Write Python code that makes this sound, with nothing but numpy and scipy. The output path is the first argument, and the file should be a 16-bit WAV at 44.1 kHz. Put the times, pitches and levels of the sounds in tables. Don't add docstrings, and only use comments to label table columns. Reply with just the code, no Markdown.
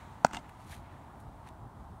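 import sys
import numpy as np
from scipy import signal
from scipy.fft import rfft, irfft
from scipy.io import wavfile

SR = 44100
rng = np.random.default_rng(int(sys.argv[2]) if len(sys.argv) > 2 else 0)


def persist_wave(psi):
    counts = np.round(np.clip(psi, -1, 1) * 32767).astype(np.int16)
    wavfile.write(sys.argv[1], SR, np.atleast_2d(counts).T)


N = 88200
TIME = np.arange(N) / SR


def amp(db):
    return 10 ** (np.asarray(db) / 20)


def unit(x):
    return x / np.sqrt(np.mean(x ** 2) + 1e-20)


def colour(x, points, tilt_db_per_octave=0):
    size = 2 * len(x)
    octave = np.log2(abs(np.fft.fftfreq(size, 1 / SR)) + 1)
    hz, db = np.transpose(points)
    point_octave = np.log2(hz)
    spectrum_db = np.interp(octave, point_octave, db)
    spectrum_db = spectrum_db + tilt_db_per_octave * np.maximum(octave, point_octave[1])
    gain = unit(amp(spectrum_db))
    response = np.exp(np.conj(signal.hilbert(np.log(gain + 1e-9))))
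    return irfft(rfft(x, size) * response[:size // 2 + 1])[:len(x)]


def decay(start_s, t60_s):
    return (TIME >= start_s) * amp(-60 * np.maximum(TIME - start_s, 0) / t60_s)


def swell(peak_s, rise_s, fall_s):
    return np.exp(-np.maximum((peak_s - TIME) / rise_s, (TIME - peak_s) / fall_s))


def drift(hz):
    rolloff = np.exp(-(np.fft.rfftfreq(N, 1 / SR) / hz) ** 2)
    return unit(irfft(rfft(rng.standard_normal(N)) * rolloff, N))


def fizz():
    return rng.choice([-1., 1.], N)


def ring(start_s, modes):
    total = np.zeros(N)
    for k, (hz, db, t60_s) in enumerate(modes):
        sine = np.sin(2 * np.pi * hz * (TIME - start_s))
        total += (-1) ** k * amp(db) * decay(start_s, t60_s) * sine
    return total


def grains():
    grains_per_s, spread_db = 8000, 3
    clump_db, clump_hz = 2.1, 120
    size_db = spread_db * np.minimum(rng.exponential(1, N), 4) + clump_db * drift(clump_hz)
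    present = rng.random(N) < grains_per_s / SR
    return unit(amp(size_db) * fizz() * present)


def outdoors():
    # Hz, dB per Hz (relative).
    wind_colour = [(15, -34), (28, -21.5), (45, -4), (65, 0), (110, 0), (170, -6.5), (260, -12.5),
                   (400, -18.5), (900, -47), (3000, -66)]
    # time in seconds, offset in dB.
    wind_offset = [(0, 2.5), (.3, -2.5), (.5, -1), (.75, 2), (1, -0.5), (1.35, 2), (1.6, 0.5), (2, 1.5)]
    # Hz, dB per Hz (relative).
    wash_colour = [(100, -10), (280, -2.5), (470, -12.5), (650, -1), (900, 1.5), (1250, -6.5), (1600, -15),
                   (2000, -21), (2400, -27.5), (3500, -28), (5000, -33.5), (7000, -34.5), (9000, -31.5),
                   (10500, -36), (16000, -39)]
    # time in seconds, level in dB.
    air_level = [(0, -57.5), (.05, -60.5), (.2, -64.5), (.5, -65.5), (1.0, -70), (1.2, -72.5), (1.4, -70),
                 (1.65, -81), (1.8, -69), (2, -90)]
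    # Hz, dB per Hz (relative).
    air_colour = [(400, -4.5), (1300, 6), (2000, 2.5), (2700, -4.5), (4000, -6.5), (5000, -16.5),
                  (7000, -11.5), (9000, -17.5), (16000, -28.5)]
    base_wind_db, gust_rms_db, gust_hz = -52, 1.56, 10
    base_wash_db, wash_swell_rms_db, wash_swell_hz = -54.5, .5, 5.5

    wind_db = base_wind_db + np.interp(TIME, *np.transpose(wind_offset))
    wind_db = wind_db + gust_rms_db * drift(gust_hz)
    wind = colour(rng.standard_normal(N) * amp(wind_db), wind_colour)

    wash_db = base_wash_db + wash_swell_rms_db * drift(wash_swell_hz)
    wash = colour(rng.standard_normal(N) * amp(wash_db), wash_colour)

    air_db = np.interp(TIME, *np.transpose(air_level))
    air = colour(rng.standard_normal(N), air_colour) * amp(air_db)
    return wind + wash + air


def mitt():
    # Hz, relative level in dB, t60 in seconds.
    pocket = [(203, -12, 0.022), (670, -0.8, 0.01), (930, -2, 0.011), (1350, -5, 0.0088),
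              (2070, -20.5, 0.01), (2646, -21.5, 0.014), (3690, -35, 0.015), (4050, -25.5, 0.0098),
              (4600, -16.5, 0.0031), (5640, -22, 0.0082), (6580, -34, 0.011), (7330, -26.5, .0156)]
    # Hz, dB per Hz (relative).
    crack_colour = [(300, -21), (1500, -3), (3000, -3.5), (5500, -2.5), (8500, -9), (10000, -26),
                    (16000, -23)]
    touch_s, body_db = .2468, -7
    seat_delay_s, seat_re_touch_db = .0013, 3
    crack_db, crack_t60_s = -22.5, 0.011

    touch = ring(touch_s, pocket)
    seat = amp(seat_re_touch_db) * ring(touch_s + seat_delay_s, pocket)
    crack = colour(fizz() * decay(touch_s, crack_t60_s), crack_colour)
    return amp(crack_db) * crack - amp(body_db) * (touch + seat)


def field(pop):
    # delay in seconds, level in dB, tilt in dB per octave.
    echoes = [(0.0179, -16.5, 4.5), (.0191, -18.5, 2), (.0638, -29.5, -1)]
    # Hz, dB per Hz (relative).
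    echo_colour = [(100, -10), (220, 6), (600, -11.5), (950, -3), (1400, 0), (2000, 11), (3000, 4),
                   (5000, -4), (7000, -2), (8500, 9.5), (16000, 0)]
    # Hz, dB per Hz (relative).
    tail_colour = [(80, -1), (250, 12), (500, -18), (900, 1), (1600, 8), (2500, 6.5), (4500, 6), (8000, 7),
                   (11000, 14), (16000, 12)]
    near_db, near_start_s, near_t60_s = -11, 0.0017, 0.048
    far_db, far_start_s, far_t60_s = -23, 0.03, 0.65

    slaps = np.zeros(N)
    for delay_s, db, tilt in echoes:
        impulse = np.sinc((TIME - delay_s) * SR)
        slaps += amp(db) * colour(impulse, echo_colour, tilt)

    near = amp(near_db) * unit(fizz() * decay(near_start_s, near_t60_s))
    far = amp(far_db) * unit(fizz() * decay(far_start_s, far_t60_s))
    tail = colour(near + far, tail_colour) / np.sqrt(N)
    return signal.fftconvolve(pop, slaps + tail)[:N]


def gear():
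    # start in seconds, click level in dB, shell ring level in dB, click t60 in seconds.
    clacks = [(0.325, -50, -52, 0.0039), (0.3298, -43, -63, 0.0078), (0.334, -25.5, -46, 0.0028),
              (0.3369, -36, -45, 0.0098), (0.3429, -38, -55, 0.0126), (0.347, -28.5, -43.5, 0.0064),
              (.3530, -43.5, -49, 0.01), (0.3566, -45, -46, 0.0082), (0.3683, -32.5, -43.5, 0.0089),
              (.3708, -40.5, -35.5, 0.013), (0.3766, -47, -57, .006), (.493, -58, -64, 0.016),
              (.600, -55, -66, 0.0079)]
    # Hz, relative level in dB, t60 in seconds.
    shell_modes = [(252, -4, 0.051), (710, -7, 0.075), (932, -4, 0.092), (1310, -10, 0.034),
                   (2080, -8.5, 0.044), (2810, 1.5, 0.018), (3600, -3.5, 0.013)]
    # peak time in seconds, level in dB, rise in seconds, fall in seconds.
    rattles = [(0.351, -46, 0.011, 0.015), (.388, -55.5, 0.0088, 0.0092)]
    # Hz, dB per Hz (relative).
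    gear_colour = [(60, -6), (280, 9.5), (480, -17.5), (750, 8.5), (1300, 7.5), (2100, 0), (2450, -2.5),
                   (2900, -4.5), (4500, -7), (6000, -6), (8600, -6.5), (10200, -22), (12000, -21),
                   (16000, -37)]

    click_envelope, shells = np.zeros(N), np.zeros(N)
    for start_s, click_db, shell_db, t60_s in clacks:
        click_envelope += amp(click_db) * decay(start_s, t60_s)
        shells += amp(shell_db) * ring(start_s, shell_modes)
    rattle_envelope = sum(amp(db) * swell(s, rise, fall) for s, db, rise, fall in rattles)

    clicks = fizz() * click_envelope
    rattle = grains() * rattle_envelope
    return colour(clicks + rattle, gear_colour) + shells


def thuds():
    # start in seconds, level in dB.
    landings = [(0.3372, -37.5), (.357, -45.5), (0.3802, -44), (.388, -48)]
    # Hz, relative level in dB, t60 in seconds.
    ground = [(57, -4.5, .12), (120, -8, .06), (280, 0.5, 0.031), (886, -4, 0.037)]
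    return sum(amp(db) * ring(start_s, ground) for start_s, db in landings)


def scrapes():
    # peak time in seconds, level in dB, rise in seconds, fall in seconds,
    # tilt in dB per octave.
    strokes = [(0.496, -64.5, 0.0068, 0.0066, 3.5), (.63, -67, 0.09, 0.083, -1.5),
               (.727, -51.5, 0.033, 0.032, -1.5), (1.205, -65, 0.0089, 0.015, 4.5),
               (1.48, -62.5, 0.026, 0.016, -5), (1.489, -53, 0.0012, 0.0024, -3)]
    # Hz, dB per Hz (relative).
    grit_colour = [(300, -15), (1200, -7), (2000, 0), (2600, -2), (3100, -2.5), (4200, -1.5), (4900, -7),
                   (6500, -4.5), (7800, -7), (9000, -2), (12000, -7), (16000, -17)]
    # peak time in seconds, level in dB, rise in seconds, fall in seconds.
    rustles = [(0.459, -58.5, 0.017, 0.0087), (.495, -60, 0.007, 0.01), (0.727, -50.5, 0.0055, 0.011),
               (.85, -63.5, 0.047, 0.21), (1.476, -65.5, 0.023, 0.017)]
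    # Hz, dB per Hz (relative).
    cloth_colour = [(400, -14), (1000, -3), (1800, 6), (2600, -2), (3100, -6.5), (4000, -11.5), (5000, -22),
                    (16000, -38)]

    grit = np.zeros(N)
    for peak_s, db, rise_s, fall_s, tilt in strokes:
        stroke = grains() * swell(peak_s, rise_s, fall_s)
        grit += amp(db) * colour(stroke, grit_colour, tilt)
    rubbing = sum(amp(db) * swell(s, rise, fall) for s, db, rise, fall in rustles)
    return grit + colour(grains() * rubbing, cloth_colour)


def scene():
    pop = mitt()
    return (outdoors() + pop + field(pop) + gear() + thuds() + scrapes())[None]


def record(dry):
    edge_hz = 15800
    lowpass = signal.firwin(511, edge_hz, window=("kaiser", 9), fs=SR)
    return signal.oaconvolve(dry, lowpass[None], "same")


dry = scene()
out = record(dry)
persist_wave(out)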